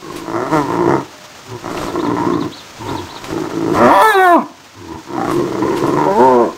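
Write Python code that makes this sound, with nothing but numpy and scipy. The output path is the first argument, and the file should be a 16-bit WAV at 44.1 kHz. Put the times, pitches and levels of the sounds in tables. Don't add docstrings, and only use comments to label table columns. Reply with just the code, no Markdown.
import sys
import numpy as np
from scipy import signal
from scipy.fft import rfft, irfft, next_fast_len
from scipy.io import wavfile
from scipy.ndimage import uniform_filter1d

SR = 44100
rng = np.random.default_rng(int(sys.argv[2]) if len(sys.argv) > 2 else 0)


def bounce(signal):
    frames = np.transpose(np.atleast_2d(signal))
    limited = np.clip(frames, -1, 1)
    pcm = np.round(limited * 32767).astype(np.int16)
    wavfile.write(sys.argv[1], SR, pcm)


N = 290023
T = np.arange(N) / SR
THROAT_HZ, MUZZLE_HZ = 323.7, 992


def fold_beat(levels, throat_hz, muzzle_hz, rough, rebound_gain, rebound_s=.0064, puff_s=.015):
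    # (frequency [Hz], gain [dB])
    throat = [(35, -61), (85, -10.5), (165, -6), (220, -10), (280, 0.5), (345, 2.5), (460, -8),
              (550, -19.5), (650, -41), (900, -32), (2500, -58), (8000, -88)]
    muzzle = [(60, -52), (700, -16), (850, -1), (950, 10), (1030, 9.5), (1130, -17.5), (1400, -6.5),
              (1580, -21), (1770, -9), (2500, -25.5), (8000, -52.5)]
    jaw = [(40, -49), (130, -18), (450, 1), (530, -2), (630, 8), (740, 3), (850, -2), (1050, 1.5),
           (1380, 3), (1580, -19), (1720, -4.5), (2120, -10.5), (2500, -49), (5500, -25), (14000, -50)]
    size = 2048
    hz, t = np.fft.rfftfreq(size, 1 / SR), T[:size]
    parts = (read(throat, hz * THROAT_HZ / throat_hz),
             read(muzzle, hz * MUZZLE_HZ / muzzle_hz),
             read(jaw, hz))
    power = sum((amp(db) * unit(amp(part))) ** 2 for db, part in zip(levels, parts))
    log_gain = .5 * np.log(power + 1e-14)
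    mirrored = np.r_[log_gain, log_gain[-2:0:-1]]
    tract = np.exp(np.conj(signal.hilbert(mirrored)))[:len(hz)]
    puff = rfft(.11 * rough * np.exp(-t / puff_s) * rng.standard_normal(size))
    delay_s = rebound_s * (1 + .0904 * rng.standard_normal())
    drive = 1 + rebound_gain * np.exp(-2j * np.pi * hz * delay_s) + puff
    return irfft(tract * drive / np.sqrt(np.mean(abs(drive) ** 2)))


def growl(t, beat_s, rate, rough, throat_db, muzzle_db, jaw_db, muzzle_hz=MUZZLE_HZ):
    # (time [s], frequency [Hz])
    throat_vowel = [(1.8, 334), (2.35, 296), (3.0, 335), (5.2, 314), (5.45, 357)]
    throat_hz, = curves(throat_vowel, t)
    cycles = np.cumsum(rate) / SR
    beats = np.flatnonzero(np.diff(np.floor(cycles - np.interp(beat_s, t, cycles))))
    jitter = rough * rng.uniform(-1.344, 1, (100, 5))
    voice = np.zeros(len(t) + SR // 10)
    for k, (late, strong, sharp, throat_shift, muzzle_shift) in zip(beats, jitter):
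        levels = np.array([throat_db[k], muzzle_db[k] + 9 * sharp, jaw_db[k] + 9 * sharp]) + 2.5 * strong
        slowness = np.clip((85 - rate[k]) / 20, 0, 1)
        rebound_gain = .85 * slowness / (1 + amp(jaw_db[k] - throat_db[k]) ** 2)
        vowel = throat_hz[k] * (1 + .08 * throat_shift), muzzle_hz * (1 + .1 * muzzle_shift)
        ring = fold_beat(levels, *vowel, rough, rebound_gain)
        add(voice, k / SR + .09 * late / rate[k], ring * np.sqrt(SR / rate[k]))
    return t[0], voice


def rattles(attack_s=.05, attack_db=16, release_db_per_s=219, tail_s=.079):
    # (start [s], length [s], first level [dB], last level [dB], beat rate [Hz], roughness [0-1],
    #  muzzle over throat [dB], open jaw over throat [dB], muzzle resonance [Hz])
    cues = [(0.043, 0.19, -30.5, -29.5, 51.47, 0.42, -7, -21, 1073),
            (.281, 0.052, -27, -24, 55.9, 0.18, -4, -1.5, 970),
            (.703, 0.17, -19, -14, 57.6, 0.34, -2.5, -8, 980),
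            (.894, 0.062, -11.5, -14, 68.44, 0.32, -7, -4.5, 937),
            (1.661, 0.25, -25.5, -24.5, 58.6, 0.47, -8.5, -3, 1010),
            (1.939, 0.09, -20.5, -19.5, 56.1, 0.52, -8.5, -9.5, 1013),
            (2.049, 0.21, -16.5, -20, 59.46, 0.43, -4, -9.5, 995),
            (2.267, 0.16, -16, -16.5, 57.1, 0.53, -10, -13, 1045),
            (3.09, 0.19, -40, -39, 55.1, .5, 4.5, 0, 1008),
            (3.323, 0.2, -19.5, -28, 52.74, 0.53, -10, -7, 913),
            (3.535, 0.2, -21.5, -14, 55.1, 0.3, -15.5, -13, 940),
            (5.104, 0.076, -27.5, -22.5, 66.1, 0.36, -3, -6, 993),
            (5.18, 0.097, -20.5, -24, 58.8, 0.34, 0, -2.5, 783),
            (5.28, 0.039, -21, -18.5, 58.4, 0.23, -1.5, -3, 1140),
            (5.336, 0.1, -17, -17.5, 69.54, 0.51, -9, -16, 1025),
            (5.46, .15, -23.5, -18.5, 65.8, .55, -14, -8.5, 985),
            (5.622, 0.16, -14.5, -20.5, 68.06, 0.52, -3.5, -15, 1027),
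            (5.825, 0.15, -15.5, -15.5, 71.23, 0.53, -9, -10, 1014),
            (5.974, 0.085, -14.5, -18.5, 75.35, 0.24, -1, -7.5, 977)]
    previous_ends = [0] + [cue[0] + cue[1] for cue in cues]
    next_starts = [cue[0] for cue in cues[1:]] + [T[-1]]
    voice = np.zeros(N)
    for since, until, cue in zip(previous_ends, next_starts, cues):
        start, length, first_db, last_db, hz, rough, muzzle_db, jaw_db, muzzle_hz = cue
        half_beat = .5 / hz
        begin = np.clip(since - start, -attack_s, -half_beat)
        end = min(length + tail_s, until - start - half_beat)
        t = np.arange(begin, end, 1 / SR)
        effort = np.interp(t, [0, length], [first_db, last_db])
        effort -= attack_db * np.maximum(-t / attack_s, 0) + release_db_per_s * np.maximum(t - length, 0)
        levels = effort, effort + muzzle_db, effort + jaw_db
        add(voice, *growl(start + t, start, np.full(len(t), hz), rough, *levels, muzzle_hz))
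    return voice


def snarls(rise_db=13.5, muzzle_follows=.67, jaw_follows=1.76):
    # (start [s], crest [s], hold [s], end [s], first rate [Hz], crest rate [Hz], last rate [Hz], crest
    #  level [dB], fall [dB], roughness [0-1], muzzle over throat [dB], open jaw over throat [dB])
    cues = [(0.336, 0.344, 0.12, .50, 90.8, 109.3, 144.7, -22.5, 6, 0.35, -10.5, 1),
            (0.491, 0.532, 0.056, .69, 127, 161.7, 124, -13.5, 14.5, 0.12, -4.5, -1.5),
            (1.471, 1.518, 0.046, 1.62, 129.8, 127.3, 111, -28, 22, 0.2, -6.5, -16),
            (2.79, 2.897, 0.039, 3.08, 98, 141.4, 75.1, -21.5, 16, 0.56, -2.5, -9),
            (4.752, 4.932, 0.03, 5.02, 89.8, 78.6, 73, -28.5, 15, 0.45, -5.5, -16)]
    voice = np.zeros(N)
    for start, crest, hold, end, *rates, db, fall_db, rough, muzzle_db, jaw_db in cues:
        t = np.arange(start, end, 1 / SR)
        before = np.interp(t, [start, crest], [1, 0])
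        after = np.interp(t, [crest + hold, end], [0, 1])
        slack = rise_db * before ** .81 + fall_db * after ** .7
        rate = np.interp(t, [start, crest, end], rates)
        levels = db - slack, db + muzzle_db - muzzle_follows * slack, db + jaw_db - jaw_follows * slack
        add(voice, *growl(t, crest, rate, rough, *levels))
    return voice


def yelp(rough=.31, hiss_db=-20):
    # (time [s], beat rate [Hz], throat [dB], muzzle [dB], open jaw [dB], clear tone [dB])
    contour = [(3.735, 66, -19, -25, -21, -19), (3.78, 104, -14.5, -19, -19, -15.5),
               (3.815, 116, -15.5, -20, -15.5, -9.5), (3.865, 122, -14.5, -32, -11, -7.5),
               (3.905, 145, -23, -9, -21, -9), (3.95, 197, -48, -13.5, -24, -10),
               (4.005, 196, -48, -12.5, -16.5, -8.5), (4.032, 206, -42, -16, -30, -5.5)]
    # (frequency [Hz], gain [dB])
    cry_tone = [(110, -24), (195, -16), (228, 13.5), (290, 15), (350, 7.5), (395, -20), (490, 6.5),
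                (580, 11.5), (780, 11), (860, -6), (960, 5), (1150, 9.5), (1350, 1), (1550, -24),
                (1730, 2.5), (2100, -11.5), (5000, -45)]
    hiss_tone = [(2700, -21), (3400, 26), (3900, -5), (4400, 15), (5200, 6), (7500, -8), (9400, 6.5),
                 (15000, 0)]
    t = span(contour)
    rate, throat_db, muzzle_db, jaw_db, clear_db = curves(contour, t)
    _, beats = growl(t, t[0], rate, rough, throat_db, muzzle_db, jaw_db)
    _, waves = harmonics(rate * (1 + .013 * wander(t, 147)), cry_tone, count=24)
    hiss = amp(hiss_db) * colour(rng.standard_normal(len(t)), hiss_tone)
    hiss *= (rate / rate.max()) ** 3
    cry = steady(waves.sum(0), size=800) + hiss
    return t[0], beats[:len(t)] + amp(clear_db) * fade(t, .013) * cry


def squeal(waver_db=4, rasp_db_per_octave=22):
    # (time [s], pitch [Hz])
    pitch = [(4.012, 427), (4.04, 442.7), (4.1, 434.6), (4.144, 395), (4.19, 376.8), (4.24, 372.8),
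             (4.286, 350.7), (4.32, 347), (4.358, 319.5), (4.385, 245.6), (4.45, 125.6)]
    # (time [s], body [dB], edge [dB])
    band_levels = [(4.012, -13, -15.5), (4.054, -7.5, -12), (4.114, -18, -12.5), (4.124, -25, -17),
                   (4.152, -9, -21.5), (4.238, -10, -13), (4.338, -6, -21.5), (4.36, -5.5, -43),
                   (4.392, -12, -40), (4.41, -25.5, -42), (4.45, -31, -50)]
    # (time [s], overtones [dB], teeth hiss [dB])
    treble_levels = [(4.012, -27, -30), (4.07, -26, -26.5), (4.15, -26, -36.5), (4.25, -28, -36),
                     (4.33, -47, -40), (4.385, -42, -57)]
    # (frequency [Hz], gain [dB])
    voice_tone = [(240, 17.5), (420, 6), (740, 11.5), (870, 7), (1000, 18), (1150, 5.5), (1500, 5.5),
                  (1760, 3), (1950, -7), (2300, -8.5), (2650, -13.5), (3050, -31), (3450, -8), (3650, -17),
                  (3880, -2.5), (4150, -37), (4390, -9), (4520, -39)]
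    teeth_tone = [(3000, -19), (6000, 3.5), (7500, 1), (8700, 7), (9100, 7), (9340, 14.5), (9650, -4),
                  (10300, 0), (11900, 8.5), (13000, 1), (15500, 0.5)]
    t = span(band_levels)
    hz, = curves(pitch, t)
    body_db, edge_db = curves(band_levels, t)
    overtone_db, hiss_db = curves(treble_levels, t)
    rasp_db = -23.5 + rasp_db_per_octave * np.log2(hz / 434)
    hz = hz * (1 + .0032 * wander(t, 250))
    partial_hz, waves = harmonics(hz, voice_tone, count=13)
    waves *= amp(waver_db * np.array([wander(t, 12.2) for _ in waves]))
    upper, treble = share_above(partial_hz, 1250), share_above(partial_hz, 2100)
    waves *= 1 + .5 * treble * np.array([wander(t, 120) for _ in waves])
    bands = (body_db, 1 - upper), (edge_db, upper - treble), (overtone_db, treble)
    voice = sum(amp(db) * steady((waves * share).sum(0), size=500) for db, share in bands)
    puffs = breath(hz)
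    voice += amp(hiss_db + 2.3 * wander(t, 24.5)) * colour(puffs, teeth_tone)
    voice += amp(rasp_db) * colour(puffs, [(150, -25), (1000, 17), (4000, -24)])
    return t[0], voice * fade(t, .009) * amp(.6 * wander(t, 60))


def moan(even_at_s=6.135, even_width_s=.047, vowel_db=15.5, vowel_width_hz=120, breath_db=-20):
    # (time [s], pitch [Hz], throat [dB], muzzle [dB])
    contour = [(6.05, 93.6, -17, -19), (6.112, 97, -12, -18), (6.144, 101.1, -20.5, -18),
               (6.206, 120.9, -7.5, -10.5), (6.26, 132.8, -10, -8), (6.366, 121.4, -10.5, -17.5),
               (6.412, 119, -10, -17.5), (6.442, 108.4, -14, -18.5), (6.468, 86.2, -16.5, -31),
               (6.54, 61.4, -39, -30)]
    # (frequency [Hz], gain [dB])
    voice_tone = [(110, -25.5), (250, -7), (380, -2), (510, -5.5), (650, -9.5), (790, -11.5), (940, -4.5),
                  (1150, -22), (1400, -15.5), (1900, -25.5), (6000, -80)]
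    # (time [s], frequency [Hz])
    vowel = [(6.08, 890), (6.17, 890), (6.29, 920), (6.39, 1050)]
    t = span(contour)
    hz, throat_db, muzzle_db = curves(contour, t)
    vowel_hz, = curves(vowel, t)
    hz = hz * (1 + .01 * wander(t, 160))
    partial_hz, waves = harmonics(hz, voice_tone, count=24)
    evenness = np.exp(-((t - even_at_s) / even_width_s) ** 4)
    waves[::2] *= amp(-50 * evenness)
    waves *= amp(vowel_db * np.exp(-((partial_hz - vowel_hz) / vowel_width_hz) ** 2))
    waves *= amp(2.5 * np.array([wander(t, 22) for _ in waves]))
    upper = share_above(partial_hz, 720)
    voice = amp(throat_db) * steady((waves * (1 - upper)).sum(0), size=800)
    voice += amp(muzzle_db) * steady((waves * upper).sum(0), size=800)
    husk = colour(breath(hz), [(100, -36), (1100, 8), (2500, -14), (6000, -46)])
    voice += amp(throat_db + breath_db) * husk
    return t[0], voice * fade(t, .018) * amp(1.1 * wander(t, 70))


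def harmonics(hz, tone, count):
    k = np.arange(1, count + 1)[:, None]
    lag = rng.uniform(0, 2 * np.pi, (count, 1))
    return k * hz, amp(read(tone, k * hz)) * np.cos(k * phase(hz) + lag)


def breath(hz):
    return rng.standard_normal(N)[:len(hz)] * (1 + np.cos(phase(hz)))


def grunts():
    # (start [s], length [s], first pitch [Hz], last pitch [Hz], level [dB])
    cues = [(1.478, 0.11, 123, 110, -29), (2.781, 0.29, 113, 88, -29), (4.752, 0.224, 108.7, 68.7, -36)]
    voice = np.zeros(N)
    for start, length, first_hz, last_hz, db in cues:
        t = np.arange(0, length, 1 / SR)
        hz = np.linspace(first_hz, last_hz, len(t)) * (1 + .052 * wander(t, 58))
        add(voice, start, amp(db) * fade(t, .023) * np.sin(phase(hz)))
    return voice


def mud_slops():
    # (start [s], rise [s], decay [s], slap [dB], spray [dB])
    cues = [(0.16, .002, .03, -36, -35), (3.24, 0.0023, 0.024, -28, -54), (5.298, 0.019, .035, -39, -34),
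            (5.755, 0.022, 0.015, -27, -34), (5.861, 0.0056, 0.047, -39, -38.5)]
    # (frequency [Hz], gain [dB])
    slap_tone = [(200, 10), (1200, 12.5), (2600, 14), (5000, 6), (15000, -10)]
    spray_tone = [(500, -18), (3000, 0.5), (11000, 0), (15500, -10)]
    slap, spray = np.zeros((2, N))
    for start, rise, decay, slap_db, spray_db in cues:
        envelope = np.clip((T - start) / rise, 0, 1) * np.exp(-np.maximum(T - start - rise, 0) / decay)
        slap += amp(slap_db) * envelope
        spray += amp(spray_db) * envelope
    return slap * colour(crackle(), slap_tone) + spray * colour(crackle(), spray_tone)


def mud_smacks(swell_s=.00227, glide=.5):
    # (start [s], resting pitch [Hz], peak level [dB])
    cues = [(1.773, 2380, -20.5), (3.268, 2200, -35), (5.706, 2290, -30), (6.04, 2350, -30)]
    out = np.zeros(N)
    t = T[:SR // 20]
    age = t / swell_s
    for start, rest_hz, db in cues:
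        hz = rest_hz * (1 + glide * np.exp(-age) + .34 * wander(t, 770))
        add(out, start, amp(db) * age * np.exp(1 - age) * np.sin(phase(hz)))
    return out


def mud_churn(stir_db_per_s=101, settle_db_per_s=54, gain_db=6):
    # (time of peak [s], relative level [dB])
    lunges = [(.17, -38.5), (.55, -33.5), (1.78, -33.5), (2.9, -36.5), (3.3, -37), (3.78, -33.5),
              (5.31, -35.5), (5.8, -36), (6.2, -35)]
    # (frequency [Hz], gain [dB])
    churn_tone = [(300, 17.5), (5500, 0.5), (8500, -2), (10000, -15), (12000, -8), (15500, -15)]
    stirs = [db - np.maximum(stir_db_per_s * (s - T), settle_db_per_s * (T - s)) for s, db in lunges]
    return amp(np.max(stirs, axis=0) + gain_db + 2 * wander(T, 16)) * colour(crackle(), churn_tone)


def crackle(grains_per_s=5000):
    grains = (rng.random(N) < grains_per_s / SR) * rng.standard_normal(N)
    return grains * amp(-np.minimum(rng.exponential(1, N), 4))


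def chirps(sweep_s=.04, low_hz=3110, high_hz=4560, gain_db=-3):
    # (start [s], delay of the down-sweep [s], relative level [dB])
    cues = [(1.785, 0.083, -36), (1.985, 0.056, -32), (2.323, 0.078, -32), (2.516, 0.054, -30.5),
            (2.875, 0.085, -30.5), (3.085, 0.062, -30.5)]
    out = np.zeros(N)
    t = np.arange(0, sweep_s, 1 / SR)
    up = np.linspace(low_hz, high_hz, len(t))
    for start, delay, db in cues:
        for onset, sweep in ((start, up), (start + delay, up[::-1])):
            hz = sweep * (1 + .05 * wander(t, 600))
            envelope = amp(db + gain_db + 2.1 * wander(t, 110)) * fade(t, .0088)
            add(out, onset, envelope * np.sin(phase(hz)))
    return clearing(out, wet_db=-5, t60=.31)


def coo():
    # (start [s], length [s], pitch [Hz], level [dB])
    cues = [(1.117, 0.22, 607, -44)]
    out = np.zeros(N)
    for start, length, hz, db in cues:
        t = np.arange(0, length, 1 / SR)
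        angle = phase(hz * (1 + .0044 * wander(t, 21.2)))
        add(out, start, amp(db) * fade(t, .021) * (np.sin(angle) + .45 * np.sin(2 * angle)))
    return out


def background_hiss():
    # (time [s], level [dB])
    hiss_level = [(0, -38.5), (3.6, -35.5), (4.5, -42.5), (5.7, -34.5), (6.57, -38)]
    # (frequency [Hz], gain [dB])
    hiss_tone = [(25, -32), (80, 0.5), (523, -1), (1240, 0), (2060, -4.5), (6700, -8.5), (7800, -15),
                 (8800, -18), (10000, -24.5), (15500, -22)]
    db, = curves(hiss_level, T)
    return amp(db + 1.64 * wander(T, 48)) * colour(rng.standard_normal(N), hiss_tone)


def clearing(x, wet_db=-22, t60=.41):
    t = T[:SR // 2]
    scatter_tone = [(100, -10), (340, 1.5), (550, -5.5), (1000, -2.5), (10000, -17)]
    tail = colour(rng.standard_normal(len(t)), scatter_tone)
    tail *= amp(-60 * t / t60) * np.minimum(t / .0056, 1)
    return x + amp(wet_db) * signal.fftconvolve(x, tail / np.linalg.norm(tail))[:N]


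def amp(db):
    return 10 ** (np.asarray(db) / 20)


def phase(hz):
    return 2 * np.pi * np.cumsum(hz) / SR


def share_above(hz, corner_hz):
    return np.clip((hz - corner_hz) / 100 + .5, 0, 1)


def unit(x):
    return x / np.sqrt(np.mean(x ** 2) + 1e-20)


def steady(x, size):
    return x / np.sqrt(abs(uniform_filter1d(uniform_filter1d(x ** 2, size), size)) + 1e-12)


def read(points, hz):
    f, db = np.transpose(points)
    return np.interp(np.log(hz + 1), np.log(f + 1), db)


def curves(rows, t):
    s, *columns = np.transpose(rows)
    return [np.interp(t, s, c) for c in columns]


def span(rows):
    return np.arange(rows[0][0], rows[-1][0], 1 / SR)


def add(mix, s, sound):
    part = mix[max(round(s * SR), 0):][:len(sound)]
    part += sound[:len(part)]


def fade(t, edge_s):
    return np.clip(np.minimum(t - t[0], t[-1] - t) / edge_s, 0, 1)


def colour(x, tone):
    size = next_fast_len(len(x))
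    gain = amp(read(tone, np.fft.rfftfreq(size, 1 / SR)))
    return unit(irfft(rfft(x, size) * gain, size)[:len(x)])


def wander(t, hz):
    knots = rng.standard_normal(8192)
    return np.interp((t - t[0]) * 2 * hz, np.arange(len(knots)), knots)


def scene():
    hyenas = rattles() + snarls() + grunts()
    for cry in (yelp, squeal, moan):
        add(hyenas, *cry())
    hiss = background_hiss()
    calls = clearing(hyenas + chirps() + coo())
    mud = mud_smacks() + mud_slops() + mud_churn()
    return (calls + mud + hiss)[None]


def record(dry, cutoff_hz=15750):
    clipped = dry / (1 + dry ** 8) ** (1 / 8)
    low_pass = signal.firwin(511, cutoff_hz, window=("kaiser", 9), fs=SR)
    return signal.oaconvolve(clipped, low_pass[None], "same")


dry = scene()
out = record(dry)
bounce(out)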